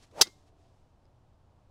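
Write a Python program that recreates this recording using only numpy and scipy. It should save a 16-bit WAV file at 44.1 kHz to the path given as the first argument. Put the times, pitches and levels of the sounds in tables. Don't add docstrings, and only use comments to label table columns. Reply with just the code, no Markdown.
import sys
import numpy as np
from scipy import signal
from scipy.fft import rfft, irfft
from scipy.io import wavfile

SR = 44100
rng = np.random.default_rng(int(sys.argv[2]) if len(sys.argv) > 2 else 0)


def transcribe(u):
    v = np.clip(np.atleast_2d(u).T, -1, 1)
    q = np.round(v * 32767).astype(np.int16)
    wavfile.write(sys.argv[1], SR, q)


N = 74970
T = np.arange(N) / SR

# start_s, ring_db, crack_db, crack_fade_s, knock_db
CONTACTS = [(0.2104, -19, -26, .03, -4), (0.213, 1.5, -9, .04, 1), (0.2207, -8, -8.5, .01, 0.5)]
HIT_S = CONTACTS[1][0]

def club_hit():
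    flutter = 1 + .23 * wander(rate_hz=120) * (1 - swell(HIT_S, width_s=.013))
    sound = np.zeros(N)
    for start_s, ring_db, crack_db, crack_fade_s, knock_db in CONTACTS:
        sound += from_db(ring_db) * head_ring(start_s) * flutter
        sound += from_db(crack_db) * crack(start_s, crack_fade_s)
        sound += from_db(knock_db) * knock(start_s)
    return sound


# pitch_hz, level_db, fade_s
HEAD_TONES = [(1990, -35.5, .11), (2119, -45, .24), (3260, -29.5, 0.065), (3670, -30.5, .1),
              (3960, -11, .028), (4506, -22.5, .06), (4627, -9, .034), (4988, -14, 0.061),
              (5389, -10, 0.047), (5790, -15, 0.037), (6130, -12, .03), (6430, -17, 0.06),
              (7070, -19.5, .052), (8423, -23, 0.016), (9340, -27, 0.03), (10098, -25, .04)]

def head_ring(start_s):
    return struck(HEAD_TONES, start_s, rise_s=.0002)


# pitch_hz, level_db
CRACK_COLOUR = [(150, -26.5), (400, -16), (1000, -8), (2300, -8), (4000, 0), (6000, -0.5), (8500, -5.5),
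                (12000, -12.5), (15500, -17)]

def crack(start_s, fade_s):
    return noise(CRACK_COLOUR) * burst(start_s, rise_s=.00016, fade_s=fade_s)


# pitch_hz, level_db, fade_s
KNOCK_TONES = [(125, -37, .022), (422.4, -20.5, .017), (890, -20.5, .013), (1100, -19.5, .014),
               (1316, -17, .016), (1799.3, -26, 0.0087), (2615, -21, 0.013)]

def knock(start_s):
    return struck(KNOCK_TONES, start_s, rise_s=.0001)


# pitch_hz, level_db
SCATTER_COLOUR = [(200, -16.5), (1000, -17), (2400, -13), (3600, -1), (5000, -0.5), (7000, -3.5),
                  (10000, -12.5), (15500, -24)]

def scatter_and_echo(hit):
    near = from_db(-24.5) * burst(HIT_S, rise_s=.004, fade_s=.07)
    far = from_db(-53) * burst(HIT_S, rise_s=.015, fade_s=.41)
    delay_s = .057
    delayed_hit = np.interp(T - delay_s, T, hit, left=0)
    echo = from_db(-37) * low_pass(delayed_hit, cutoff_hz=4440)
    return (near + far) * noise(SCATTER_COLOUR) + echo


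# pitch_hz, level_db
AIR_COLOUR = [(40, -15), (150, -4), (400, -2), (1000, -3), (1600, -8.5), (3000, -13.5), (6000, -15.5),
              (10000, -24), (15500, -38.5)]

def downswing():
    peak_s, rise_db_per_s, fall_db_per_s = .2, 401, 901
    swing_db = np.minimum(rise_db_per_s * (T - peak_s), fall_db_per_s * (peak_s - T))
    pitch_hz = 760 * 2 ** (swing_db / 37.5)
    swirls = pitched_noise(pitch_hz, width_hz=350)
    rush = from_db(-7) * noise(AIR_COLOUR)
    return from_db(-35 + swing_db) * (swirls + rush)


# pitch_hz, level_db
FOLLOW_THROUGH_COLOUR = [(40, -22), (100, -14), (200, -8.5), (320, 0), (500, -7), (800, -18), (1200, -13),
                         (2000, -22), (6000, -30), (15500, -55)]

def follow_through():
    return from_db(-51) * swell(.269, width_s=.015) * noise(FOLLOW_THROUGH_COLOUR)


# peak_s, width_s, level_db
RUBS = [(0.005, 0.061, -67), (0.035, .011, -61), (0.116, .004, -68.5), (0.41, .04, -76), (0.48, .015, -73),
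        (0.63, 0.05, -77.5), (0.76, .09, -81)]
# pitch_hz, level_db
RUB_COLOUR = [(200, 3), (1000, -2), (2000, -3.5), (3200, -2), (5200, -2.5), (7500, -7), (10000, -13),
              (15500, -30.5)]

def rustle():
    power = sum((from_db(level_db) * swell(peak_s, width_s)) ** 2 for peak_s, width_s, level_db in RUBS)
    return np.sqrt(power) * noise(RUB_COLOUR)


# start_s, level_db
SHOE_TICKS = [(1.045, -71), (1.054, -60), (1.065, -66)]
# pitch_hz, level_db, fade_s
TICK_TONES = [(290, -0.5, 0.034), (520, -7, .02), (2100, -9.5, .012), (4900, -6, 0.013), (5300, -10, .01),
              (6570, -14, .008)]

def shoe_ticks():
    grit = from_db(-12) * noise(RUB_COLOUR)
    sound = np.zeros(N)
    for start_s, level_db in SHOE_TICKS:
        tones = struck(TICK_TONES, start_s, rise_s=.0004)
        scrape = grit * burst(start_s, rise_s=.00016, fade_s=.011)
        sound += from_db(level_db) * (tones + scrape)
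    return sound


# pitch_hz, level_db
TRAFFIC_COLOUR = [(20, -3), (55, -3), (85, -2.5), (115, -1.5), (170, -13), (300, -17), (450, -18),
                  (750, -17), (1050, -22), (1400, -29), (2000, -36), (3000, -36.5), (5500, -41),
                  (9000, -47.5), (15500, -60.5)]

def far_traffic():
    return from_db(-63) * noise(TRAFFIC_COLOUR)


def engine_hum():
    pitch_hz = 87.2 + 2.7 * wander(rate_hz=9)
    tone = np.sqrt(2) * np.sin(2 * np.pi * np.cumsum(pitch_hz) / SR)
    return from_db(-70) * tone


# pitch_hz, level_db
MOTOR_TONES = [(297, -77), (371, -80.5), (445, -81.5), (593, -81), (667, -78.5), (742, -78)]

def far_motor():
    drone = sum(from_db(db) * pitched_noise(hz, width_hz=6) for hz, db in MOTOR_TONES)
    return swell(.58, width_s=.18) * drone


def from_db(db):
    return 10 ** (np.asarray(db) / 20)


def unit_level(sound):
    return sound / np.sqrt(np.mean(sound ** 2) + 1e-20)


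def low_pass(sound, cutoff_hz):
    return signal.sosfilt(signal.butter(2, cutoff_hz, fs=SR, output="sos"), sound)


def wander(rate_hz):
    return unit_level(low_pass(rng.standard_normal(2 * N), rate_hz)[N:])


def noise(colour):
    pitch_hz, level_db = np.transpose(colour)
    all_hz = np.maximum(np.arange(N // 2 + 1) * SR / N, 1)
    gains = from_db(np.interp(np.log(all_hz), np.log(pitch_hz), level_db))
    return unit_level(irfft(rfft(rng.standard_normal(N)) * gains, N))


def pitched_noise(pitch_hz, width_hz):
    phase = 2 * np.pi * np.cumsum(pitch_hz * np.ones(N)) / SR
    return unit_level(wander(width_hz / 2) * np.cos(phase) + wander(width_hz / 2) * np.sin(phase))


def burst(start_s, rise_s, fade_s):
    age_s = np.maximum(T - start_s, 0)
    return (1 - np.exp(-age_s / rise_s)) * np.exp(-np.log(1000) * age_s / fade_s)


def swell(peak_s, width_s):
    return np.exp(-.5 * ((T - peak_s) / width_s) ** 2)


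def struck(tones, start_s, rise_s):
    sound = np.zeros(N)
    for k, (pitch_hz, level_db, fade_s) in enumerate(tones):
        wave = (-1) ** k * np.cos(2 * np.pi * pitch_hz * (T - start_s))
        sound += from_db(level_db) * wave * burst(start_s, rise_s, fade_s)
    return sound


def scene():
    hit = club_hit()
    shot = hit + scatter_and_echo(hit) + downswing() + follow_through()
    golfer = rustle() + shoe_ticks()
    background = far_traffic() + engine_hum() + far_motor()
    return (shot + golfer + background)[None]


def record(dry):
    ceiling, cutoff_hz = .75, 15750
    rounded = ceiling * np.tanh(dry / ceiling)
    return signal.sosfilt(signal.ellip(10, .2, 75, cutoff_hz, fs=SR, output="sos"), rounded)


dry = scene()
out = record(dry)
transcribe(out)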